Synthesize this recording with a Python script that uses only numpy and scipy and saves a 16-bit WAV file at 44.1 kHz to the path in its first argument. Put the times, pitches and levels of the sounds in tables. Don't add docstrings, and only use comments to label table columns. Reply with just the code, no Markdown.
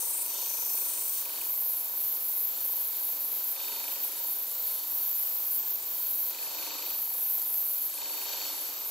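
import sys
import numpy as np
from scipy import signal
from scipy.fft import rfft, irfft, next_fast_len
from scipy.io import wavfile
from scipy.ndimage import uniform_filter1d

SR = 44100
rng = np.random.default_rng(int(sys.argv[2]) if len(sys.argv) > 2 else 0)


def unload_audio(sound):
    columns = np.transpose(np.atleast_2d(sound))
    steps = np.round(np.clip(columns, -1, 1) * 32767)
    wavfile.write(sys.argv[1], SR, steps.astype(np.int16))


def gain_from_db(level_db):
    decades = np.asarray(level_db, float) / 20
    return 10 ** decades


N = 392490
HZ = np.maximum(np.fft.rfftfreq(next_fast_len(N), 1 / SR), 1)
TURN, FIRST_KNOCK_S = 1754, .019


def level(x, db):
    return x * gain_from_db(db) / np.sqrt(np.mean(x ** 2))


def curve(table, off_db=-120):
    s, *columns = np.transpose(table)
    ends_early = s[-1] < N / SR - 1
    t = np.arange(N) / SR
    return [np.interp(t, s, c, off_db, off_db if ends_early else c[-1]) for c in columns]


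def spell(start_s, hold_s, rise_s, fall_s):
    corners = start_s + np.cumsum([0, rise_s, hold_s, fall_s])
    return np.interp(np.arange(N) / SR, corners, [0, 1, 1, 0])


def walk(rate):
    k = int(SR / rate)
    held = np.repeat(rng.standard_normal(N // 100)[:N // k + 1], k)
    return 1.34 * uniform_filter1d(uniform_filter1d(held, k), k)[:N]


def shape(x, gain):
    size = next_fast_len(N)
    return irfft(rfft(x, size) * gain, size)[:N]


def colour(points):
    hz, db = np.transpose(points)
    return gain_from_db(np.interp(np.log(HZ), np.log(hz), db))


def ring(hz, width):
    return 1 / (1 + 1j * (HZ / hz - hz / HZ) * hz / width)


def body(modes):
    return np.sqrt(sum(np.abs(gain_from_db(db) * ring(hz, width)) ** 2 for hz, width, db in modes))


# (time [s], lag [s])
SLIP = [
    (0, .001),
    (1.4, .0023),
    (1.75, .0015),
    (3.6, .0033),
    (4.4, .0018),
    (6.2, .0043),
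    (7.3, .0028),
    (7.9, .003),
    (8.9, .0015),
]


def wheel():
    return np.maximum(np.arange(N) - curve(SLIP)[0] * SR, 0).astype(int)


def turning_noise(memory):
    memory = np.clip(memory, 0, .98)
    turns = rng.standard_normal((N // TURN + 21, TURN))
    turns = signal.lfilter([1], [1, -memory], turns, axis=0)[20:]
    return level(turns.ravel()[wheel()], 0)


def throb(depth_db, lag_s):
    angle = 2 * np.pi * (wheel() - (FIRST_KNOCK_S + lag_s) * SR) / TURN
    return gain_from_db(depth_db * (np.cos(angle) + 0.38 * np.cos(2 * angle)))


def grit(rough_db):
    scratches = turning_noise(memory=.2)
    return scratches * gain_from_db(rough_db * walk(300)) * throb(0.85, 0.0015)


# (time [s], hiss change [dB], half length
# [s])
WOBBLES = [(.2, -2.5, 0.25), (1.418, -1.5, 0.098), (1.13, 1, .1), (4.63, -2, 0.087), (.3, 0, .08),
           (5.2, -0.5, .1), (7.05, -1, 0.079), (3.28, -1, .1), (4.7, 1, .1), (1.57, -0.5, .1),
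           (0.39, -2.5, 0.085), (.78, 1.5, .15), (0.923, -4.5, 0.54), (1.9, -5, 0.074),
           (2.197, -3.5, 0.062), (2.416, -0.5, 0.095), (2.544, -4.5, 0.091), (2.926, -3, 0.22),
           (3.167, -6, 0.051), (3.414, -5, .06), (3.586, -2, 0.067), (3.92, 4.5, 0.035), (4.047, 7, 0.041),
           (4.478, -5, 0.17), (4.81, -5.5, 0.14), (5.32, -2.5, 0.11), (5.64, -6, 0.05), (5.81, -7, 0.067),
           (6.08, -1.7, 0.38), (6.348, -1.5, 0.055), (6.7, -2, 0.022), (7.15, -1, 0.19), (7.5, -0.5, .3),
           (8.02, -3.5, 0.099), (8.3, 0.5, .2), (8.735, -2.5, .08), (8.884, 4, .04)]


def waver_db():
    return sum(db * spell(s - half, 0, half, half) for s, db, half in WOBBLES)


# (time [s], held off [s], back on within [s], hiss drop [dB])
LIFTS = [
    (-.1, 0.18, 0.66, -3.5),
    (1.21, 0.13, 0.21, -4),
    (3.52, 0.63, 0.13, -6.5),
    (6.3, 0.48, 0.22, -7.5),
    (7.87, 1.2, .1, -7.5),
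]


def hand():
    pressed_db, lift_off_s = -30, 0.022
    off = [spell(s, hold, lift_off_s, back) for s, hold, back, _ in LIFTS]
    hiss_db = pressed_db + sum(row[3] * o for row, o in zip(LIFTS, off))
    return hiss_db + waver_db(), sum(off)


# (frequency [Hz], level [dB per Hz])
GRIT = [(10500, -30), (11600, -6), (12200, -2), (12500, 0), (15600, 0), (15800, -3)]
# (frequency [Hz], width [Hz], level [dB])
BLADE = [(12030, 90, -7), (12510, 110, 0), (12790, 130, 1), (13115, 70, 2), (13215, 50, 0), (13535, 100, 2),
         (13665, 60, 0), (14200, 110, -1), (14480, 120, -1), (14820, 150, -1), (15480, 250, -6)]
# (time [s], share of the top [dB])
ANGLE = [
    (0, -3),
    (.45, -4.5),
    (.7, -3.5),
    (.95, -2),
    (1.2, -1.7),
    (1.6, -3.5),
    (5.0, -3.5),
    (5.8, -2.5),
    (7.1, -5),
    (8.9, -5.5),
]


def hiss_of_steel(hiss_db):
    hiss = shape(grit(rough_db=-0.03), colour(GRIT) * (0.093 + body(BLADE))) * gain_from_db(0.82 * walk(13))
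    top = shape(hiss, 1 / (1 + (13750 / HZ) ** 40))
    share = np.clip(gain_from_db(curve(ANGLE)[0]), .1, .95)
    hiss = level(top, 0) * share + level(hiss - top, 0) * np.sqrt(1 - share ** 2)
    return level(hiss, 0) * gain_from_db(hiss_db)


# (frequency [Hz], width [Hz], level [dB])
EDGE = [(10680, 89, 2), (10960, 90, -4), (11575, 126, -1.5)]


def edge_ring(hiss_db, freed):
    edge_db = -10.5 + 3.5 * freed - 2.5 * spell(-0.12, 1.32, 0.081, 0.15) + 1.0 * walk(19)
    modes = (0.063 + body(EDGE)) * np.abs(ring(11510, 1940)) ** 2
    edge = shape(grit(rough_db=1.5), modes) * gain_from_db(0.19 * walk(12))
    return level(edge, 0) * gain_from_db(hiss_db + edge_db)


# (frequency [Hz], level [dB per Hz])
SCUFF = [(1500, -27), (3500, -8), (5500, -0.5), (7500, 12), (8600, 12), (9300, 17.5), (10300, 14.5),
         (11000, -62), (12000, -42)]


def scuff(hiss_db):
    tilt_db = -0.46 * waver_db() * (1 - spell(-.1, 2.3, .1, .3))
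    scrape = level(shape(grit(rough_db=3.0), colour(SCUFF)), -48.0)
    return scrape * gain_from_db(0.095 * (hiss_db + 20.5) + tilt_db + 1.4 * walk(11))


# (frequency [Hz], width [Hz], level [dB])
FLAT = [(7740, 170, -6), (8500, 42, -9), (8600, 33, -13), (9050, 100, -24), (8860, 91, -19),
        (9660, 440, -2.5)]
# (time [s], flat ring level [dB], tang ring level [dB])
LOOSE = [
    (0, -35.5, -44),
    (.2, -33, -60),
    (.32, -42.5, -45),
    (.7, -41.5, -43),
    (.82, -37.5, -49),
    (1.0, -35.5, -51),
    (1.2, -39.5, -48),
    (1.27, -55, -60),
    (1.5, -45, -64),
]


def loose_blade():
    flat_db, tang_db = curve(LOOSE)
    flat_modes = (0.36 + body(FLAT)) * np.abs(ring(8840, 2800)) ** 2 + 0.78 * np.abs(ring(13950, 170))
    flat = shape(grit(rough_db=1.0), flat_modes)
    tang = shape(grit(rough_db=0.8), ring(6100, 160) + 0.36 * ring(6100, 1400))
    return level(flat, 0) * gain_from_db(flat_db) + level(tang, -0.23) * gain_from_db(tang_db)


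def blade():
    hiss_db, freed = hand()
    pressed = hiss_of_steel(hiss_db) + edge_ring(hiss_db, freed) + scuff(hiss_db)
    return pressed, loose_blade()


def knocks(modes, scatter_db):
    blows = np.zeros(N)
    at = np.arange(int(FIRST_KNOCK_S * SR), N, TURN)
    at = 2 * at - wheel()[at]
    blows[at] = gain_from_db(scatter_db * rng.standard_normal(len(at)))
    response = 0
    for s, hz, width, db in modes:
        delay = np.exp(-2j * np.pi * HZ * s)
        response = response + gain_from_db(db) * ring(hz, width) ** 2 * delay
    return shape(blows, response)


# (time after the blow [s], frequency [Hz], width [Hz], level [dB])
CORNER = [(.0084, 4200, 500, -3), (.0086, 4800, 600, 2), (.0088, 5750, 700, -1)]
# (time [s], length [s], level [dB])
CATCHES = [
    (.34, .08, -56),
    (4.062, 0.069, -58),
    (5.25, 0.55, -58),
    (8.63, 0.078, -58.5),
    (8.72, 0.03, -58),
    (8.77, .06, -60.5),
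    (8.87, .05, -58),
]


def catches():
    edge_s = 0.022
    caught = sum(gain_from_db(db) * spell(s, length, edge_s, edge_s) for s, length, db in CATCHES)
    return level(knocks(CORNER, scatter_db=1.5), 0) * caught


# (frequency [Hz], level [dB])
HUM = [(301.6, -12), (3687, 0), (3880, -1), (4100, -1.5), (4188, -18), (4373, 1.5), (4460, 3.5),
       (6860, -26), (3680, -13), (4445, -4)]


def hum(whine_db):
    t = np.arange(N) / SR
    idler, top_bearing = 1, 6
    extra_db = {idler: whine_db, top_bearing: 5.5 * spell(7.7, .9, 0.15, 0.15)}
    tones = 0
    for k, (hz, db) in enumerate(HUM):
        strength = gain_from_db(db + 2 * walk(8) + extra_db.get(k, 0))
        tones = tones + strength * np.sin(2 * np.pi * hz * t + 1.6 * walk(14))
    return tones


# (frequency [Hz], level [dB per Hz])
WHIRR_MID = [(24, -64), (40, -49.5), (254, -13.5), (290, -8), (325, -11.5), (363, -6.5), (827, -3),
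             (945, -4), (1930, -11), (2460, -7), (2820, -9), (4300, -7), (4910, -6), (7020, -6.5),
             (8200, -8.5), (10700, -57), (18000, -120)]


def whirr():
    low = 1 / (1 + (HZ / 2900) ** 4)
    wheel_noise = shape(turning_noise(memory=0.54), colour(WHIRR_MID) * np.sqrt(low))
    belt_noise = shape(turning_noise(memory=0.51), colour(WHIRR_MID) * np.sqrt(1 - low))
    return wheel_noise * throb(0.98, 0.0051) + belt_noise


# (frequency [Hz], level [dB per Hz])
WHIRR_SIDE = [(24, -57), (40, -44), (120, -28), (216, -12), (367, -5), (410, -8.5), (763, -13.5),
              (1940, -12), (2420, -5), (2640, -21), (3020, -3), (8000, -3.5), (10400, -35), (17600, -120)]
# (frequency [Hz], width [Hz], level [dB])
FRAME = [(541, 18, -6.5), (975, 55, -11), (1552, 16, -8.5), (2490, 22, -27), (3074, 245, -9),
         (3530, 23, -3.5), (3748, 47, -3.5), (3530, 16, -22), (4257, 69, -3), (4513, 24, 2.5),
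         (5310, 60, -9), (5970, 130, -8), (6930, 110, -4), (7960, 13.5, 1.5)]
# (time after the blow [s], frequency [Hz], width [Hz], level [dB])
GUARD = [(.00023, 2540, 230, 0), (0, 2300, 170, -7), (0, 2980, 260, -8), (.003, 2480, 70, -10)]
# (time after the blow [s], frequency [Hz], width [Hz], level [dB])
THUMP = [(0.00691, 938, 72, 5.5), (0.005, 530, 56, 0), (0.0039, 1015, 88, -11), (0.00585, 366, 59, -5.5),
         (0.00592, 428, 30, -2.5), (0.00497, 1135, 56, -3.5)]
# (time [s], gain [dB])
GAIN = [(0, -1), (.42, -0.5), (1.19, -1.5), (1.34, 0.5), (1.6, -2.5), (2.55, -2), (3.52, -1), (3.6, 0.4),
        (3.84, 1.5), (4.24, -1.5), (6.27, -2), (6.36, -0.2), (6.67, 3.5), (6.93, 1), (7.05, -2),
        (7.88, -2.5), (8.3, 3.5), (8.9, -0.5)]
# (time [s], length [s], guard tick change [dB], bearing ring change [dB], idler whine change [dB])
RATTLES = [
    (0.1, 0.61, 5, -0.5, -2),
    (.75, 0.3, 3.5, 1, -2),
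    (1.21, 0.19, 8, 3, -11),
    (3.545, 0.21, 7.5, 3, 7.5),
    (3.826, 0.17, 6.5, -3.5, 4.5),
    (6.297, 0.57, 7.5, 1.5, -4),
    (7.928, 0.48, 7.5, -0.5, 0),
]
# (time [s], length [s], thump change [dB])
BOOMS = [
    (-.05, 0.069, 5.5),
    (.25, 0.76, 1),
    (1.1, 0.092, -4),
    (1.4, 0.53, 2),
    (3, 0.63, -1.5),
    (4.0, 1, -1),
    (5.7, 0.94, -1.5),
    (7.5, 0.39, -5),
    (8.3, 0.49, -3.5),
]
# (time [s], length [s], ring change [dB])
SINGS = [(-.05, 0.22, -1), (.95, 1.17, -2.5), (2.55, 0.74, -1.5), (3.05, 0.45, 1.5), (3.55, 0.32, 3),
         (4.15, 0.83, 1.5), (6.28, 0.64, 2), (7.7, 0.49, 2), (8.0, 0.44, 2.5), (4.8, 0.94, -2),
         (7.0, 0.74, 0)]


def machine():
    swell_db = curve(GAIN)[0]
    free = np.transpose([spell(s, length, 0.022, 0.15) for s, length, *_ in RATTLES])
    _, _, guard_db, bearing_db, idler_db = np.transpose(RATTLES)

    def leant(rows):
        return sum(db * spell(s, length, 0.036, 0.036) for s, length, db in rows)

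    thump_db = -2.5 + 0.3 * free @ guard_db + 0.42 * walk(6) + leant(BOOMS)
    ring_db = -3.5 + free @ bearing_db + 0.65 * walk(6) + leant(SINGS)
    tick_db = -9 + free @ guard_db - 0.27 * swell_db + 0.26 * walk(7.8)

    frame = shape(turning_noise(memory=0.18), body(FRAME)) * gain_from_db(2.6 * walk(14))
    side = shape(turning_noise(memory=0.28), colour(WHIRR_SIDE)) * gain_from_db(0.75 * walk(7))
    mid = level(whirr(), -47.5) * gain_from_db(1.0 * swell_db)
    mid = mid + level(frame, -49.5) * gain_from_db(1.44 * swell_db + 0.45 * ring_db)
    mid = mid + level(knocks(THUMP, scatter_db=1.24), -55.5) * gain_from_db(swell_db + thump_db)
    mid = mid + level(knocks(GUARD, scatter_db=1.2), -52.5) * gain_from_db(1.0 * swell_db + 1.93 * tick_db)
    mid = mid + level(hum(free @ idler_db), -52) * gain_from_db(0.97 * swell_db + 0.96 * ring_db)
    return mid, level(side, -47.0) * gain_from_db(1.34 * swell_db)


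def mounts():
    t = np.arange(N) / SR - .272
    tones = sum(np.cos(2 * np.pi * hz * t) for hz in (288.6, 290.29))
    return gain_from_db(-69.5 + 0.79 * curve(GAIN)[0]) * tones


# (frequency [Hz], level [dB per Hz])
SPLIT = [(6500, -29), (8000, -13.5), (9500, -5.5), (10500, -6), (11700, 2), (12600, -15), (13800, -9),
         (14800, 2.5), (15700, -8)]


def split_treble():
    return level(shape(rng.standard_normal(N), colour(SPLIT)), -36.0) * gain_from_db(2 * walk(20))


# (time [s], length [s], level [dB])
GUSTS = [
    (5.463, .08, -71),
    (5.58, .2, -64.5),
    (5.84, 0.36, -66),
    (6.48, 0.1, -75),
    (8.2, 0.57, -75.5),
]


def draught():
    still_db, edge_s = -85, 0.036
    gusts = gain_from_db(2.5 * walk(40) + .8 * walk(7))
    puffs = [level(shape(rng.standard_normal(N), ring(100, 200)) * gusts, db) for db in (-2, -7)]
    blowing = sum(gain_from_db(db) * spell(s - edge_s, length, edge_s, 2 * edge_s) for s, length, db in GUSTS)
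    return (gain_from_db(still_db + 2.8 * walk(7.2)) + blowing) * np.array(puffs)


def scene():
    pressed, loose = blade()
    machine_mid, machine_side = machine()
    air_mid, air_side = draught()
    smear = rng.standard_normal(300) * np.exp(-np.arange(300) / 60)
    loose_side = gain_from_db(-19.5) * signal.fftconvolve(loose, smear)[:N] + 0.23 * loose
    motor = mounts()
    mid = pressed + loose + catches() + machine_mid + motor + air_mid
    side = loose_side + machine_side + split_treble() + air_side + .2 * motor
    return np.array([mid + side, mid - side])


# (from [Hz], to [Hz], rule [number], side kept early [0-1], side kept late [0-1])
KEPT = [(8270, 8960, 0, .5, .9), (8960, 9650, 5, .4, .9), (9650, 10340, 1, .2, .95),
        (10340, 11020, 2, .0, .75), (11020, 11710, 4, .0, .65), (11710, 12400, 3, .03, .25),
        (12400, 13090, 3, .2, .1), (13090, 13780, 3, .12, .12), (13780, 14470, 3, .08, .3),
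        (14470, 15160, 2, .08, .15), (15160, 15740, 2, .01, .15)]
# (time [s], length [s])
SHORT = [(1.64, 0.07), (1.78, 0.15), (2.04, 0.09), (2.2, 0.09), (2.37, 0.19), (2.6, 0.24), (2.9, 0.09),
         (3.07, 0.79), (3.9, 0.1), (4.2, 0.16), (4.43, 0.27), (4.73, 0.66), (5.43, 0.2), (5.66, 0.15),
         (5.85, 0.13), (6.0, 0.24), (6.28, 0.22), (6.55, 0.11), (6.69, 0.09), (6.91, 0.69), (7.63, 0.29),
         (7.97, 0.51), (8.5, 0.33)]
# (time [s], length [s])
SHORTER = [(1.99, 0.05), (2.1, 0.08), (2.36, 0.04), (2.45, 0.04), (2.62, 0.04), (2.22, 0.09), (2.79, 0.08),
           (2.9, 0.31), (3.34, 0.11), (3.58, 0.09), (3.77, 0.06), (3.96, 0.09), (4.17, 0.29), (4.52, 0.17),
           (4.8, 0.89), (5.71, 0.09), (5.84, 0.31), (6.18, 0.27), (6.62, 0.98), (7.63, 0.3), (8.0, 0.09),
           (8.15, 0.37), (8.54, 0.26)]
# (time [s], length [s])
DRY = [(2.12, 0.06), (2.36, 0.04), (2.5, 0.06), (2.66, 0.04), (2.75, 0.04), (2.86, 0.15), (3.08, 0.04),
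       (3.28, 0.07), (3.38, 0.06), (3.92, 0.08), (4.11, 0.24), (4.39, 0.09), (4.5, 0.16), (4.71, 0.06),
       (4.81, 1.52), (6.48, 0.11), (6.69, 0.23), (6.99, 0.16), (7.19, 0.16), (7.45, 0.08), (7.56, 0.2),
       (7.84, 0.11), (8.01, 0.09), (8.34, 0.09), (8.47, 0.05), (8.54, 0.05), (8.71, 0.2)]
# (time [s], length [s], from [Hz], to [Hz])
STALLS = [(3.56, .08, 15160, 15740), (3.72, .06, 14470, 15740), (3.84, .05, 15160, 15740),
          (4.21, .04, 10340, 11020), (5.58, .11, 10340, 11710), (5.69, .06, 10340, 11020),
          (5.71, .08, 7580, 9650), (5.77, .05, 11020, 11710), (6.37, .09, 10340, 11020),
          (6.43, .06, 15160, 15740), (6.5, .06, 10340, 11020), (6.59, .05, 15160, 15740),
          (6.67, .05, 15160, 15740), (6.69, .07, 8960, 11020), (6.69, .04, 11020, 11710),
          (6.76, .06, 14470, 15740), (6.82, .05, 10340, 11020), (6.95, .05, 15160, 15740),
          (7.95, .17, 15160, 15740), (7.97, .11, 10340, 11020), (8.07, .04, 14470, 15160),
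          (8.27, .05, 10340, 11710), (8.31, .07, 14470, 15740), (8.48, .12, 15160, 15740),
          (8.53, .08, 14470, 15160), (8.63, .04, 14470, 15740), (8.75, .05, 10340, 11020),
          (8.82, .05, 10340, 11710), (8.81, .05, 15160, 15740), (5.25, .05, 11450, 11850),
          (5.34, .04, 11450, 11850), (5.41, .06, 11450, 11850), (5.96, .25, 11450, 11800),
          (6.72, .13, 14470, 14850), (6.87, .05, 11370, 11900), (7.08, .05, 11370, 11900),
          (7.43, .05, 11450, 11850), (8.11, .18, 10750, 11050), (6.52, .1, 9900, 10340)]


def starve(mid, side, coarse=1.35):
    top_thins = .3
    flicker = .12
    hz, s, both = signal.stft(np.array([mid, side]), SR, nperseg=2048, noverlap=1536)
    late = np.clip((s - 1.3) / 4, 0, 1)

    def outside(spells):
        return np.prod([(s < start) | (s > start + length) for start, length in spells], axis=0)

    top = 1 - top_thins * late ** 2.2 * np.interp(s, np.arange(N) / SR, hand()[1])
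    filled = [outside(SHORT),
              outside(DRY),
              1 - flicker * (1 - top) / top_thins,
              np.ones(len(s)),
              1 - .14 * late ** 3,
              outside(SHORTER) * (1 - flicker * (s > 1.5))]
    luck = np.repeat(rng.random((len(s), len(KEPT), 2)), 4, axis=0)[:len(s)]
    for k, (lo, hi, rule, early, kept_late) in enumerate(KEPT):
        band = (hz >= lo) & (hz < hi)
        both[0, band] *= luck[:, k, 0] < filled[rule]
        side_kept = early + (kept_late - early) * late + 3 * (1 - top) * (rule == 2)
        both[1, band] *= luck[:, k, 1] < side_kept + (s < .33) * (hi < 10400)
    for start, length, lo, hi in STALLS:
        both[0, (hz >= lo) & (hz < hi)] *= outside([(start, length)])
    power = np.abs(both[1]) ** 2
    both[1] *= power > coarse * uniform_filter1d(power, size=24, axis=0)
    both[:, hz > KEPT[-1][1]] = 0
    return signal.istft(both, SR, nperseg=2048, noverlap=1536)[1][:, :N]


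def band_limit(x):
    return signal.sosfilt(signal.butter(12, 16680, fs=SR, output="sos"), x)


def record(dry):
    mid, side = starve((dry[0] + dry[1]) / 2, (dry[0] - dry[1]) / 2)
    machine_left = 0.071 * shape(mid, np.abs(ring(5500, 6000)) ** 2)
    start_left = 0.043 * spell(-.1, .45, .1, 1.1) * mid
    side = side + machine_left + start_left
    return band_limit(np.array([mid + side, mid - side]))


dry = scene()
out = record(dry)
unload_audio(out)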